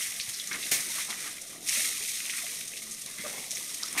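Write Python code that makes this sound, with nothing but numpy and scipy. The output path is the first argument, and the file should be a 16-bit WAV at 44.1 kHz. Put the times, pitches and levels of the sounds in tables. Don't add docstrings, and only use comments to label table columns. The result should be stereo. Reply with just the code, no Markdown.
import sys
import numpy as np
from scipy import signal
from scipy.fft import rfft, irfft
from scipy.io import wavfile
from scipy.ndimage import uniform_filter1d

SR = 44100
rng = np.random.default_rng(int(sys.argv[2]) if len(sys.argv) > 2 else 0)


def generate_wav(sig):
    pcm = np.round(np.clip(np.atleast_2d(sig).T, -1, 1) * 32767).astype(np.int16)
    wavfile.write(sys.argv[1], SR, pcm)


N = 176400
T = np.arange(N) / SR
HZ = np.fft.rfftfreq(8192, 1 / SR)


def amp(db):
    return 10 ** (np.asarray(db) / 20)


def unit(x):
    return x / np.sqrt(np.mean(x ** 2) + 1e-20)


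def curve(points):
    return np.interp(T, *np.transpose(points))


def spectrum(points):
    hz, db = np.transpose(points)
    return np.interp(np.log(HZ + 1), np.log(hz), db)


def hump(hz, octaves):
    return -40 * np.log10(1 + (np.log2((HZ + 1) / hz) / octaves) ** 2 / 2)


def colour(x, shape_db):
    cepstrum = np.fft.irfft(np.log(amp(np.maximum(shape_db - shape_db.max(), -90))))
    cepstrum[1:4096] *= 2
    cepstrum[4097:] = 0
    taps = irfft(np.exp(rfft(cepstrum)))[:2048]
    return signal.fftconvolve(x, taps / np.linalg.norm(taps))[:len(x)]


def add(mix, start_s, sound):
    part = mix[max(round(start_s * SR), 0):][:len(sound)]
    part += sound[:len(part)]


def wander(scale_s, size=N):
    lowpass = np.exp(-(np.fft.rfftfreq(N, 1 / SR) * scale_s) ** 2)
    return unit(irfft(rfft(rng.standard_normal(N)) * lowpass, N))[:size]


def impacts(per_s, size, spread_db=4.0):
    strength = amp(spread_db * np.minimum(rng.exponential(1, size), 3.5))
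    return unit(strength * rng.choice([-1, 1], size) * (rng.random(size) < per_s / SR))


def bubble(hz, decay_cycles, rise_per_s=2.74):
    t = T[:2000]
    return np.sin(2 * np.pi * hz * t * (1 + rise_per_s * t)) * np.exp(-hz * t / decay_cycles)


def puddle_bubbles(count, low_hz, high_hz, spread_db, decay_cycles, skew=1):
    bubbles = np.zeros(N)
    for when, pitch, size in rng.random((count, 3)):
        hz = low_hz * (high_hz / low_hz) ** pitch ** skew
        add(bubbles, when * N / SR, amp(spread_db * size) * bubble(hz, decay_cycles))
    return unit(bubbles)


# t/s, level/dB
FALL_LEVEL = [(0, -31), (.11, -38), (.45, -40), (.58, -40.5), (.64, -35), (.70, -38.5), (.84, -37),
              (.92, -34), (1.0, -33.5), (1.08, -40), (1.28, -39), (1.38, -44.5), (1.55, -44), (1.60, -48.5),
              (1.66, -39), (1.73, -29), (1.85, -29), (1.90, -34.5), (2.2, -36.5), (2.5, -36), (2.66, -41.5),
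              (3.17, -43), (3.27, -38.5), (3.40, -40.5), (3.49, -41), (3.59, -35.5), (3.67, -40.5),
              (3.78, -39.5), (3.81, -40.5), (4, -41)]
# f/Hz, level/dB
WET_SPECTRUM = [(100, -45.5), (250, -13.5), (500, -22), (850, -21), (1200, -11), (1550, -11.5), (2050, 0),
                (2450, -3), (2900, -6), (3700, -0.5), (4700, -4), (5700, 1.5), (6600, 1.5), (7600, -3.5),
                (8400, 2), (8800, 4.5), (9600, -2.5), (10700, 0), (11600, -5.5), (13500, -7.5),
                (15500, -20.5)]
# t/s, level/dB
HEAVY_BALANCE = [(0, -0.5), (.6, 3.5), (.95, 3.5), (1.3, 9), (1.6, -3), (1.75, 1), (2.1, -8.5), (2.35, 3),
                 (2.8, -10), (3.1, 1.5), (3.6, -5.5), (4, 9.5)]


def patter(mist_share=0.6, split_hz=1950, plip_db=-15.5):
    drops = np.sqrt(1 - mist_share) * impacts(3000, N)
    mist = np.sqrt(mist_share) * rng.standard_normal(N)
    clumps = amp(1.3 * wander(0.008))
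    spray = unit(colour((drops + mist) * clumps, spectrum(WET_SPECTRUM)))
    heavy = signal.sosfiltfilt(signal.butter(2, split_hz, fs=SR, output="sos"), spray)
    fine = spray - heavy
    heavy_gain = amp(curve(HEAVY_BALANCE) + 2.5 * wander(0.036))
    plips = puddle_bubbles(400, low_hz=1933, high_hz=6920, spread_db=16, decay_cycles=13, skew=2)
    return amp(curve(FALL_LEVEL)) * (fine + heavy_gain * heavy + amp(plip_db) * plips)


def slosh(relative_db=-27):
    glugs = puddle_bubbles(150, low_hz=381.4, high_hz=1464, spread_db=14, decay_cycles=10.7)
    return amp(curve(FALL_LEVEL) + relative_db) * glugs


# t/s, level/dB
DRUM_LEVEL = [(0, -74), (.45, -65), (.55, -54), (.70, -58.5), (.725, -45), (.78, -60.5), (1.0, -68),
              (1.25, -56.5), (1.42, -64), (1.55, -58.5), (1.66, -55), (1.72, -66), (1.85, -54), (1.98, -63),
              (2.25, -64), (3.1, -61), (3.5, -62.5), (3.9, -59.5), (4, -46)]


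def drumming():
    hits = unit(impacts(500, N) + rng.standard_normal(N))
    level_db = curve(DRUM_LEVEL) + 0.5 * wander(0.045)
    return amp(level_db) * colour(hits, hump(hz=262, octaves=1))


# f/Hz, level/dB
AIR_SPECTRUM = [(20, 1), (60, -7.5), (90, -3), (140, 3.5), (220, 5.5), (340, -9.5), (520, -8), (700, 3),
                (900, -25.5), (1200, 3.5), (2000, -40), (5000, -15), (16000, -44)]


def air(level_db=-60):
    return amp(level_db) * colour(rng.standard_normal(N), spectrum(AIR_SPECTRUM))


# t/s, peak level/dB, f/Hz
PUDDLE_DRIPS = [(.054, -27, 2380), (0.125, -31, 2280), (0.1982, -23.5, 2350), (0.1997, -21, 4400),
                (0.3986, -21, 3390), (0.627, -29, 2380), (.637, -29, 2200), (.665, -31, 2100),
                (1.008, -24.5, 2270), (1.127, -27, 2100), (1.382, -34.5, 2100), (1.687, -16.5, 6270),
                (1.690, -23.5, 2180), (1.692, -22, 5850), (1.699, -24, 2220), (1.707, -25, 2210),
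                (1.727, -24, 2080), (1.758, -22, 2340), (1.8054, -22, 2140), (1.851, -24.5, 2030),
                (1.914, -32, 2080), (1.926, -30, 2170), (1.962, -34, 2290), (2.0497, -29, 2520),
                (2.058, -32, 2160), (2.0845, -28, 2310), (2.166, -36, 2220), (2.1906, -34, 2570),
                (2.203, -28, 2340), (2.237, -35, 2660), (2.255, -26, 2680), (2.268, -30, 2520),
                (2.297, -21.5, 2290), (2.336, -30, 1810), (2.381, -26.5, 2170), (2.466, -26.5, 2140),
                (2.492, -35, 3100), (2.611, -28, 2140), (2.736, -30.5, 2330), (2.7703, -30, 2610),
                (3.0837, -37.5, 2260), (3.128, -47, 2200), (3.181, -38, 2040), (3.441, -32.5, 2240),
                (3.5082, -20, 6100), (3.571, -26.5, 2380), (3.8295, -26, 4440), (3.833, -17.5, 4730),
                (3.928, -21, 9100)]


def drip(peak_db, hz, spray_db=-10, spray_decay_s=0.0013, ring_db=-15.5):
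    t = T[:SR // 10]
    hit = amp(spray_db) * rng.standard_normal(len(t)) * np.exp(-t / spray_decay_s)
    hit[0] = 1
    smack = colour(hit, spectrum(WET_SPECTRUM) + hump(hz, octaves=0.45))
    add(smack, 0, amp(ring_db) * abs(smack).max() * bubble(hz, decay_cycles=27))
    return amp(peak_db) * smack / abs(smack).max()


# t/s, peak level/dB, f/Hz, length/s
LOW_THUDS = [(.080, -57, 71, .012), (.190, -54, 85, 0.011), (0.279, -47.5, 121, 0.013),
             (.712, -54, 210, 0.013), (1.091, -46.5, 227, 0.014), (1.71, -53, 175, 0.014),
             (1.76, -50.5, 243.4, 0.037), (1.785, -74, 110, 0.023), (2.801, -52, 215.7, 0.11)]


def thud(peak_db, hz, length_s):
    t = T[:SR // 2]
    age = 2 * t / length_s
    return amp(peak_db) * age * np.exp(1 - age) * np.sin(2 * np.pi * hz * t)


# t/s, level/dB, decay/s, centre f/Hz, width/octaves
WATER_SPLATS = [(0.201, -32, 0.014, 4300, 0.45), (0.286, -31.5, 0.011, 8500, 2.4),
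                (0.327, -35.5, 0.018, 4930, 0.35), (.365, -42, 0.012, 5960, 0.88),
                (0.398, -38.5, 0.01, 3360, 0.2), (0.47, -32, 0.0063, 6700, 0.71),
                (0.524, -32.5, 0.007, 4500, 0.64), (0.623, -33, 0.0083, 3420, 0.39),
                (0.643, -36, 0.0077, 5500, 1.2), (.801, -31, 0.0067, 6030, 1.4),
                (1.087, -33.5, 0.022, 3260, 1.5), (1.412, -36.5, 0.0072, 7500, 0.76),
                (1.476, -43, 0.0066, 7000, 1.7), (1.664, -31.5, 0.016, 5960, 2.7),
                (1.687, -23, 0.0077, 5570, 1.2), (2.085, -30, 0.0087, 4300, 1.4),
                (2.165, -36, 0.0099, 4030, 1.1), (2.298, -35, 0.0091, 2800, 0.99),
                (2.383, -39, 0.005, 2500, 0.69), (2.605, -33.5, 0.005, 5100, 2.4),
                (2.672, -36.5, 0.0098, 6000, 1.5), (2.767, -36.5, 0.012, 4260, 1.4),
                (2.816, -38, 0.013, 6000, 5.2), (2.907, -34.5, 0.012, 6850, 0.62),
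                (3.012, -35.5, 0.0078, 6090, 1.6), (3.060, -33.5, 0.0034, 5060, 2.6),
                (3.507, -30, 0.0096, 5400, 1.5), (3.549, -30.5, 0.0066, 6000, 0.28),
                (3.688, -38.5, 0.015, 5540, 1.9), (3.738, -32.5, 0.0077, 6070, 2),
                (3.851, -36, 0.0046, 5830, 1.6), (3.882, -38, 0.0048, 5100, 0.23)]


def splat(level_db, decay_s, hz, octaves):
    t = T[:SR // 4]
    droplets = unit(impacts(2000, len(t)) + rng.standard_normal(len(t)))
    rise_s = 0.82 * decay_s
    envelope = np.minimum(t / rise_s, np.exp(-(t - rise_s) / decay_s))
    burst = droplets * envelope
    burst *= np.linalg.norm(envelope) / np.linalg.norm(burst)
    return amp(level_db) * colour(burst, spectrum(WET_SPECTRUM) + hump(hz, octaves))


# f/Hz, bandwidth/Hz, level/dB
TRUNK_RESONANCES = [(2140, 100, 2.5), (2570, 55, -6), (3300, 140, -8)]


def trunk_ring(x):
    bend = 1 + 0.015 * wander(0.022, len(x))
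    ring = np.zeros(len(x))
    for hz, width_hz, db in TRUNK_RESONANCES:
        carrier = np.exp(2j * np.pi * np.cumsum(hz * bend) / SR)
        pole = np.exp(-np.pi * width_hz / SR)
        ring += amp(db) * (carrier * signal.lfilter([1 - pole], [1, -pole], x / carrier)).real
    return unit(ring)


# t/s, length/s, level/dB, centre f/Hz, relative body/dB, relative ring/dB
TRUNK_GURGLES = [(0.509, 0.023, -34, 1830, -13.5, -2), (0.532, 0.039, -37, 1720, -16, -1),
                 (0.861, 0.047, -49.5, 330, -22, 2), (0.982, 0.03, -44, 1220, -33, -10),
                 (1.079, 0.11, -47.5, 930, -8, -14), (3.183, 0.1, -50, 2070, -1, 4.5),
                 (3.233, 0.34, -51, 530, -16, -2), (3.246, 0.084, -45.5, 1770, -8, -13),
                 (3.331, 0.14, -52, 920, -2.5, 5.5), (3.823, .025, -45, 1300, -24, -13),
                 (3.947, 0.17, -42, 1130, -8, 1.5)]


def gurgle(length_s, level_db, hz, body_db, ring_db, rise_s=0.0032, bubbles_per_s=100, bubble_db=-19.5):
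    t = T[:SR // 2]
    envelope = np.minimum(t / rise_s, 1) * np.exp(-2 * (t / length_s) ** 2)
    sputter = amp(2 * wander(0.023, len(t)))
    pops = envelope * sputter * unit(impacts(570, len(t)) + rng.standard_normal(len(t)))
    bubbles = np.zeros(len(t))
    for k, (late, pitch) in enumerate(rng.random((40, 2))):
        start_s = (k + late) / bubbles_per_s
        bubble_hz = hz * 2 ** (0.12 * (2 * pitch - 1))
        add(bubbles, start_s, np.interp(start_s, t, envelope) * bubble(bubble_hz, decay_cycles=8.1))
    wet = unit(colour(pops, hump(hz, octaves=0.62))) + amp(bubble_db) * unit(bubbles)
    body = amp(body_db) * unit(colour(pops, hump(hz=230, octaves=0.88)))
    ring = amp(ring_db) * trunk_ring(pops)
    return amp(level_db) * np.sqrt(np.mean(envelope ** 2)) * (wet + body + ring)


# f/Hz, level/dB
JET_SPECTRUM = [(47, -83), (80, -18), (197, -6), (374, -9.5), (757, -11.5), (986, -34), (1100, -3),
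                (1370, -65), (1500, -15), (2230, 2.5), (2720, -6.5), (6420, 0), (7490, -4), (8930, 1),
                (15500, -11)]
# t/s, level/dB, rise/s, decay/s, relative throaty resonance/dB
TRUNK_BLASTS = [(0.7105, -23, 0.006, 0.037, -8.5), (3.973, -29, 0.0077, 0.046, -1)]


def blast(level_db, rise_s, decay_s, throat_db, tail_db=-14, tail_decay_s=0.1):
    t = T[:SR // 2]
    jet = colour(rng.standard_normal(len(t)), spectrum(JET_SPECTRUM))
    throat = amp(throat_db) * colour(rng.standard_normal(len(t)), hump(hz=2130, octaves=0.43))
    attack = np.minimum(t / rise_s, 1)
    after_s = np.maximum(t - rise_s, 0)
    sputter = amp(0.5 * wander(0.023, len(t)))
    push = np.exp(-after_s / decay_s) * sputter
    tail = amp(tail_db) * np.exp(-after_s / tail_decay_s)
    return amp(level_db) * attack * (push * (jet + throat) + tail * jet)


# t/s, peak level/dB, f/Hz
BUBBLE_PLOPS = [(.984, -35, 1130), (1.531, -45.5, 1180), (3.839, -36, 1243)]


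def plop(peak_db, hz):
    return amp(peak_db) * bubble(hz, decay_cycles=8.3)


def hoot(length_s=0.047, level_db=-41, start_hz=621, sag_hz_per_s=730, overtone_db=-3):
    t = np.arange(0, length_s, 1 / SR)
    hz = start_hz - sag_hz_per_s * t + 22 * wander(0.0018, len(t))
    phase = 2 * np.pi * np.cumsum(hz) / SR
    swell = np.sin(np.pi * t / length_s)
    rough_gain = amp(level_db + 0.5 * wander(0.0058, len(t)))
    overtone = amp(overtone_db) * swell ** 2 * np.sin(2 * phase)
    return rough_gain * np.sqrt(2) * swell * (np.sin(phase) + overtone)


def yard(x, echo_db=-7.5, t60_s=0.28):
    bins = signal.stft(x, nperseg=256, noverlap=192)[2]
    kept_per_hop = amp(-60 * 64 / SR / t60_s) ** 2
    power = signal.lfilter([0, 0, 1 - kept_per_hop], [1, -kept_per_hop], abs(bins) ** 2)
    scatter = np.sqrt(power) * np.exp(2j * np.pi * rng.random(bins.T.shape).T)
    return x + amp(echo_db) * 2 * signal.istft(scatter, nperseg=256, noverlap=192)[1][:N]


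def uneven(x, patch_hz=220, patch_s=0.06, centre_hz=800, octaves=1.1):
    hz, t, bins = signal.stft(x, SR, nperseg=1024, noverlap=768)
    patches = rng.standard_normal(bins.T.shape).T
    patches = uniform_filter1d(patches, round(patch_hz / hz[1]), axis=0)
    patches = unit(uniform_filter1d(patches, round(patch_s / t[1]), axis=1))
    depth_db = 4.5 * np.exp(-(np.log2((hz + 1) / centre_hz) / octaves) ** 2)
    gain = amp(depth_db[:, None] * np.minimum(patches, 1))
    gain /= np.sqrt(np.mean(gain ** 2, axis=1, keepdims=True))
    return signal.istft(bins * gain, nperseg=1024, noverlap=768)[1][:N]


# f/Hz, level/dB
SIDE_SPECTRUM = [(30, -28), (500, -27.5), (1000, -15), (2000, -52.5), (15000, -66)]


def widen(mid):
    bins = signal.stft(mid, nperseg=512)[2]
    width = amp(spectrum(SIDE_SPECTRUM)[::16, None])
    scramble = np.exp(2j * np.pi * rng.random(bins.T.shape).T)
    side = signal.istft(bins * width * np.sqrt(2) * scramble, nperseg=512)[1][:N]
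    return np.array([mid + side, mid - side])


def scene():
    events = np.zeros(N)
    for source, table in ((drip, PUDDLE_DRIPS), (splat, WATER_SPLATS), (blast, TRUNK_BLASTS),
                          (gurgle, TRUNK_GURGLES), (plop, BUBBLE_PLOPS), (thud, LOW_THUDS)):
        for start_s, *row in table:
            add(events, start_s, source(*row))
    add(events, start_s=3.235, sound=hoot())
    events = yard(events)
    wash = yard(patter() + drumming() + slosh())
    return widen(events + uneven(wash + air()))


def record(dry):
    taps = signal.firwin(511, 15650, window=("kaiser", 9), fs=SR)
    return signal.oaconvolve(dry, taps[None], "same")


dry = scene()
out = record(dry)
generate_wav(out)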